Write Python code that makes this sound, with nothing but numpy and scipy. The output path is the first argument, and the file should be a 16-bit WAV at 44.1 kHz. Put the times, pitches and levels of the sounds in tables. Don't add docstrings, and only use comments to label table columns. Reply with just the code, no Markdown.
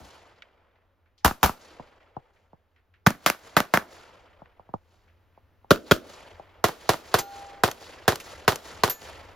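import sys
import numpy as np
from scipy import signal
from scipy.fft import rfft, irfft, next_fast_len
from scipy.io import wavfile
from scipy.ndimage import uniform_filter1d, minimum_filter1d

SR = 44100
rng = np.random.default_rng(int(sys.argv[2]) if len(sys.argv) > 2 else 0)


def generate_wav(sig):
    pcm = np.round(np.clip(np.atleast_2d(sig).T, -1, 1) * 32767).astype(np.int16)
    wavfile.write(sys.argv[1], SR, pcm)


N = 412335

# (time [s], blast level [dB], extra boom [dB], extra crack [dB])
SHOTS = [(-.13, 6.5, 18.5, -9), (1.2469, -8.5, 4.5, -4.5), (1.43, -6, 3, -4), (3.064, -7, 13.5, 1),
         (3.2618, -10, -4, 4), (3.5667, -9, 2.5, -1), (3.7378, -7.5, .5, -3), (5.7071, -5, 1, -2.5),
         (5.9113, -5.5, 2.5, 1), (6.641, -12, 0.5, -3.5), (6.8913, -11.5, 0.5, -2.5), (7.1413, -11, 1, -3),
         (7.6357, -11, 0.5, -3.5), (8.079, -10.5, 2.5, -2.5), (8.4788, -10, 1, -2.5),
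         (8.8354, -12, 0.5, -2)]
# (ground delay [s], ground level [dB], screen delay [s], screen level [dB],
#  side bank level [dB], far bank level [dB], scatter level [dB], scatter t60 [s])
POSITIONS = [(.0085, -5.5, .014, -6.5, -5, -9, -0.5, .21), (.0036, -6.5, 0.0067, -11, -2.5, -26, -3, 0.2),
             (.0032, -3, .0071, 0, -20.5, -27, -7, .18), (.0034, -6.5, 0.0093, -9, -13, -11.5, -5, 0.25)]
# (frequency [Hz], then level [dB] at position one, two, three, four)
BLAST_COLOUR = [(34.8, -6, -16, -15, -19), (71, -1.5, -7.5, -4, -8), (140, -7, -4, -5.5, -5.5),
                (220, -6, 1.5, 4.5, -8), (444, -9.5, -5.5, -.5, -0.5), (620, -6, 2, 0.5, -2),
                (787, -0.5, 0, -15, -1), (1400, -3.5, 1.5, -1.5, -5.5), (2020, -14, -4, -19.5, -11.5),
                (2500, -14, -10.5, -18, -14), (3150, -15, -13.5, -14.5, -12),
                (8500, -19, -21, -25.5, -20.5), (14700, -19, -22, -27.5, -24),
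                (16000, -37, -35.5, -35.5, -34)]
ARRIVALS_S = [.99, 2.99, 5.0, 6.0]
SIDE_BANK_S = [.0277, .034, .0505, .0425]
FAR_BANK_S = [.0635, .085, .068, .05]
PAN_DB = [.6, -.5, -.6, -0.73]
# (frequency [Hz], relative level [dB], t60 [s])
FOREST = [(40, -1.5, 5.1), (90.5, 0.5, 1.7), (193, -5.5, 1.8), (566, 4, 2.5), (1150, -1, 2.3),
          (2500, -5.5, 1.9), (4800, -5.5, 0.77), (8250, -13, 1), (11800, -22, 0.33), (16000, -27, 0.4)]
# (frequency [Hz], relative level [dB])
AIR = [(25, -15), (55, -8.5), (88, 1.5), (125, -21.5), (250, -21), (450, -22.5), (900, -25.5), (1500, -28),
       (2700, -34.5), (5000, -44), (8000, -51.5), (13000, -46), (16000, -50.5)]
# (time [s], level [dB], centre [Hz], t60 [s])
GRAVEL_BURSTS = [(.421, -48, 2160, 0.034), (1.179, -63, 4000, 0.15), (4.458, -60, 1500, 0.018),
                 (8.2, -39, 2500, .07)]
# (time [s], level [dB], extra boom [dB])
FAR_SHOTS = [(1.7963, -39.5, 13.5), (2.1661, -34.5, 6), (2.531, -50.5, 9), (4.418, -46, 8.5),
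             (4.595, -48.5, -3), (4.69, -49, 13), (4.7384, -28.5, 6.5), (5.375, -55, -2),
             (5.644, -53.5, -4), (6.396, -42.5, -3)]
# (frequency [Hz], relative level [dB])
FAR_COLOUR = [(35, -19.5), (70, -13), (130, -4.5), (300, -8), (600, -1), (850, 3), (1250, -12),
              (2000, -42.5), (5000, -56), (16000, -75.5)]
# (time [s], smack level [dB], smack t60 [s])
HITS = [(7.1875, -20, 0.089), (7.7135, -31.5, 0.017), (8.157, -30.5, 0.018), (8.2, -37.5, 0.09),
        (8.558, -30, 0.016), (8.8975, -25.5, 0.12)]
# (frequency [Hz], relative level [dB])
SMACK_COLOUR = [(100, 7), (1000, 15), (3000, 11.5), (7000, 14.5), (14000, 6), (16000, -12)]
# (frequency [Hz], relative level [dB], t60 [s])
PLATE = [(799, -10.5, 1.3), (1410, -18, 0.46), (4200, -27.5, 0.67), (6400, -25, 0.43), (13800, -10, 0.21),
         (14170, -16, .15)]
# (frequency [Hz], relative level [dB], t60 [s])
THIN_STEEL = [(1750, -26.5, 0.56), (4200, -36, .4), (4900, -31, 0.075), (6800, -18.5, 0.3),
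              (11400, -22, 0.26), (12322, 1.5, 0.12), (12790, -30, .06), (14090, -11, .1)]
# (frequency [Hz], left ahead of right [radians])
PORT_PHASE = [(30, 0), (550, 0), (850, .8), (1200, 0), (2400, .1), (3600, .7), (5080, .6), (5770, -1.1),
              (6800, -.7), (7600, -2.3), (8700, -3.1), (11500, -5.6), (13500, -6.3)]

SIZE = 16384
T = np.arange(SIZE) / SR
HZ = np.fft.rfftfreq(SIZE, 1 / SR)

NEAR_DB_PER_BOOM, BANK_DB_PER_BOOM = 0.9, -0.45
RUN_IN_S, SETTLE_S = .008, .42
LINGER_DB, LINGER_HZ, LINGER_T60_S = -25, (250, 700), .36
ROLL_DB, ROLL_GAIN_DB, COURSE_S = -49, 8, 8.6
ROLL_TREBLE_DB, ROLL_TREBLE_HZ = 4, 9006
AIR_CALM_DB, AIR_SWELL_FROM_S, AIR_SWELL_DB_PER_S = -69, 2.5, 2.17
STEP_S = .27
STEP_DB, STEP_SPREAD_DB, STEP_HZ, STEP_T60_S = -69, 3.5, 1900, .2
FAR_CRACK_DB, FAR_ROLL_DB = 8.5, -37.5
# time (s), ring level (dB)
PLATE_HIT, THIN_STEEL_HIT = (7.1875, -20), (8.8975, -14)
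FULL_SCALE, CUTOFF_HZ = .8, 16200


def from_db(db):
    return 10 ** (np.asarray(db) / 20)


def at_hz(points, hz, axis=1):
    table = np.array(points)
    return np.interp(np.log(hz + 1e-3), np.log(table[:, 0]), table[:, axis])


def unit(x):
    energy = np.mean(np.sum(x ** 2, axis=-1))
    return x / np.sqrt(energy + 1e-20)


def fade(t, t60):
    return np.exp(-np.log(1000) * t / max(t60, 1e-3))


def add(out, s, sound):
    at = round(s * SR)
    first, last = max(at, 0), min(at + sound.shape[-1], N)
    out[:, first:last] += sound[..., first - at:last - at]


def noise(size, side_db):
    mid, side = rng.standard_normal((2, size))
    side_gain = from_db(side_db)
    return (mid + side_gain * side * [[1], [-1]]) / np.hypot(1, side_gain)


def lumps(per_s):
    places = np.arange(N) / SR * min(per_s, 200)
    return np.interp(places, np.arange(2000), rng.standard_normal(2000))


def colour(spectrum, curve_db, level_db):
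    cepstrum = irfft(np.log(from_db(curve_db)))
    cepstrum[1:SIZE // 2] *= 2
    cepstrum[SIZE // 2 + 1:] = 0
    shaped = irfft(spectrum * np.exp(rfft(cepstrum)))
    ending = np.clip(3 - 4 * T / T[-1], 0, 1)
    return from_db(level_db) * np.sqrt(SR / 50) * unit(ending * shaped)


def shelves(boom_db, crack_db, boom_hz=280, crack_hz=2200):
    boom = boom_db / (1 + (HZ / boom_hz) ** 4)
    crack = crack_db / (1 + (crack_hz / (HZ + 1)) ** 4)
    return boom + crack


def path(delay_s, db):
    return from_db(db) * np.exp(-2j * np.pi * HZ * delay_s)


def shock(ragged_hz, t60):
    lows = signal.butter(2, ragged_hz, fs=SR, output="sos")
    highs = signal.butter(2, ragged_hz, "high", fs=SR, output="sos")
    pulse = (T == 0) + 1e-18
    crackle = unit(noise(SIZE, side_db=-14.5) * fade(T, t60)) + 1e-18
    return rfft(signal.sosfilt(lows, pulse) + signal.sosfilt(highs, crackle))


def side_bank_delay(s, k):
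    return SIDE_BANK_S[k] + RUN_IN_S * np.exp(-max(s - ARRIVALS_S[k], 0) / SETTLE_S)


def linger():
    band = signal.butter(2, LINGER_HZ, "band", fs=SR, output="sos")
    tail = signal.sosfilt(band, noise(SIZE, side_db=-9) * fade(T, LINGER_T60_S))
    return from_db(LINGER_DB) * rfft(unit(tail))


def handgun():
    out = np.zeros((2, N))
    props = [noise(SIZE, side_db=-6) for _ in POSITIONS]
    for s, db, boom_db, crack_db in SHOTS:
        k = np.searchsorted(ARRIVALS_S[1:], s)
        ground_s, ground_db, screen_s, screen_db, side_db, far_db, scatter_db, scatter_t60 = POSITIONS[k]
        near_db = NEAR_DB_PER_BOOM * boom_db
        bank_db = side_db + BANK_DB_PER_BOOM * boom_db
        direct = shock(ragged_hz=1500, t60=0.017)
        ground = -shock(ragged_hz=1200, t60=0.023) * path(ground_s, ground_db + near_db)
        screen = shock(ragged_hz=1200, t60=0.019) * path(screen_s, screen_db + near_db)
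        bank = shock(ragged_hz=1900, t60=.009) * path(side_bank_delay(s, k), bank_db)
        bank = bank * from_db(shelves(boom_db=1.5, crack_db=3))
        far_bank = shock(ragged_hz=1500, t60=.018) * path(FAR_BANK_S[k], far_db)
        far_bank = far_bank * from_db(shelves(boom_db=5.0, crack_db=-8))
        grains = props[k] + 0.64 * noise(SIZE, side_db=-8.0)
        scatter_curve = scatter_db + shelves(boom_db=0.5, crack_db=5, boom_hz=440, crack_hz=1500)
        scatter = rfft(unit(grains * fade(T, scatter_t60))) * from_db(scatter_curve)
        echoes = bank + far_bank + scatter + linger()
        echoes = echoes * from_db(shelves(boom_db=-9, crack_db=0.5, boom_hz=123))
        tone = at_hz(BLAST_COLOUR, HZ, axis=k + 1) + shelves(boom_db, crack_db)
        pan = from_db(PAN_DB[k] * np.array([[.5], [-.5]]))
        add(out, s, pan * colour(direct + ground + screen + echoes, tone, db))
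    return out


def roll_level(s, hz):
    treble_db = ROLL_TREBLE_DB / (1 + (ROLL_TREBLE_HZ / hz) ** 2)
    return ROLL_DB + (ROLL_GAIN_DB + treble_db) * (s / COURSE_S) ** 2


def forest(tree_line_s=.17, swell_s=0.01, early_db=-9, clump_db=2.0, patchy_db=2.0):
    out = np.zeros((2, N))
    t = np.arange(3 * SR) / SR
    early = from_db(early_db)
    swell = early + (1 - early) / (1 + np.exp((tree_line_s - t) / swell_s))
    edges = np.geomspace(25, 17000, 17)
    centres = np.sqrt(edges[1:] * edges[:-1])
    gains = unit(from_db(at_hz(FOREST, centres)) * np.sqrt(np.diff(edges)))
    white = [noise(N, side_db=-10.0) for _ in range(2)]
    clumps = clump_db * lumps(per_s=160)
    for k, hz in enumerate(centres):
        near_blasts = [(s, roll_level(s, hz)) for s, *_ in SHOTS]
        far_blasts = [(s, db + FAR_ROLL_DB) for s, db, _ in FAR_SHOTS]
        band_pass = signal.butter(2, edges[k:k + 2], "band", fs=SR, output="sos")
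        band = signal.sosfilt(band_pass, white[k % 2])
        dying = fade(np.maximum(t - tree_line_s, 0), at_hz(FOREST, hz, axis=2))
        roll_power = (swell * dying) ** 2
        power = np.zeros((1, N))
        for s, roll_db in near_blasts + far_blasts:
            add(power, s, roll_power * from_db(roll_db) ** 2)
        uneven = from_db(clumps + patchy_db * lumps(per_s=92))
        out += gains[k] * np.sqrt(power * N) * unit(band * uneven)
    return out


def open_air():
    size = next_fast_len(N)
    tone = from_db(at_hz(AIR, np.fft.rfftfreq(size, 1 / SR)))
    air = irfft(rfft(noise(size, side_db=-11)) * tone, size)[:, :N]
    swelling_s = np.maximum(np.arange(N) / SR - AIR_SWELL_FROM_S, 0)
    return np.sqrt(N) * unit(air) * from_db(AIR_CALM_DB + AIR_SWELL_DB_PER_S * swelling_s)


def gravel(skirt_db=-15):
    out = np.zeros((2, N))
    steps = []
    for k, (early_late, weight) in enumerate(rng.standard_normal(size=(28, 2))):
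        s = STEP_S * (k + early_late / 4)
        steps.append((s, STEP_DB + STEP_SPREAD_DB * weight, STEP_HZ, STEP_T60_S))
    for s, db, hz, t60 in GRAVEL_BURSTS + steps:
        grains = noise(SIZE, side_db=-7.5) * rng.exponential(1, SIZE) * fade(T, t60)
        octaves = np.log2((HZ + 10) / hz)
        add(out, s, colour(rfft(grains), skirt_db * np.log2(1 + octaves ** 2), db))
    return out


def neighbours():
    out = np.zeros((2, N))
    for s, db, boom_db in FAR_SHOTS:
        scatter = from_db(-2.5) * rfft(unit(noise(SIZE, side_db=1) * fade(T, t60=0.059)))
        tone = at_hz(FAR_COLOUR, HZ) + shelves(boom_db, FAR_CRACK_DB)
        add(out, s, colour(1 + scatter, tone, db))
    return out


def ring(modes):
    t = np.arange(SR) / SR
    return sum(from_db(db) * fade(t, t60) * np.sin(2 * np.pi * hz * t) for hz, db, t60 in modes)


def bullets():
    out = np.zeros((2, N))
    for s, db, t60 in HITS:
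        smack = noise(SIZE, side_db=-37) * fade(T, t60)
        add(out, s, colour(rfft(smack), at_hz(SMACK_COLOUR, HZ), db))
    for (s, db), modes in ((PLATE_HIT, PLATE), (THIN_STEEL_HIT, THIN_STEEL)):
        add(out, s, from_db(db) * ring(modes))
    return out


def scene():
    return handgun() + forest() + open_air() + gravel() + neighbours() + bullets()


def microphone(x, lag_cycles=1.2, lowest_hz=20):
    size = next_fast_len(N + SR)
    hz = np.fft.rfftfreq(size, 1 / SR)
    lag = -2 * np.pi * lag_cycles * np.log1p(hz / lowest_hz)
    ports = at_hz(PORT_PHASE, hz) * np.array([[.5], [-.5]])
    return irfft(rfft(x, size) * np.exp(1j * (lag + ports)), size)[:, :N]


def gain_control(x, threshold_db=-27, depth_db=9, hold_s=0.044, release_db_per_s=130, attack_s=0.047):
    power = np.abs(uniform_filter1d(np.mean(x ** 2, axis=0), size=256))
    level = 10 * np.log10(power + 1e-12)
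    wanted_cut = np.clip(level - threshold_db, 0, depth_db)
    hold = max(int(hold_s * SR), 1)
    cut = -minimum_filter1d(-wanted_cut, hold, origin=(hold - 1) // 2)
    ramp = release_db_per_s * np.arange(N) / SR
    cut = np.maximum.accumulate(cut + ramp) - ramp
    r = np.exp(-1 / (attack_s * SR))
    return x * from_db(-signal.lfilter([1 - r], [1, -r], cut))


def record(dry):
    steadied = gain_control(microphone(dry))
    loud = FULL_SCALE * np.tanh(steadied / FULL_SCALE)
    top_cut = signal.ellip(10, .1, 80, CUTOFF_HZ, fs=SR, output="sos")
    return signal.sosfilt(top_cut, loud)


dry = scene()
out = record(dry)
generate_wav(out)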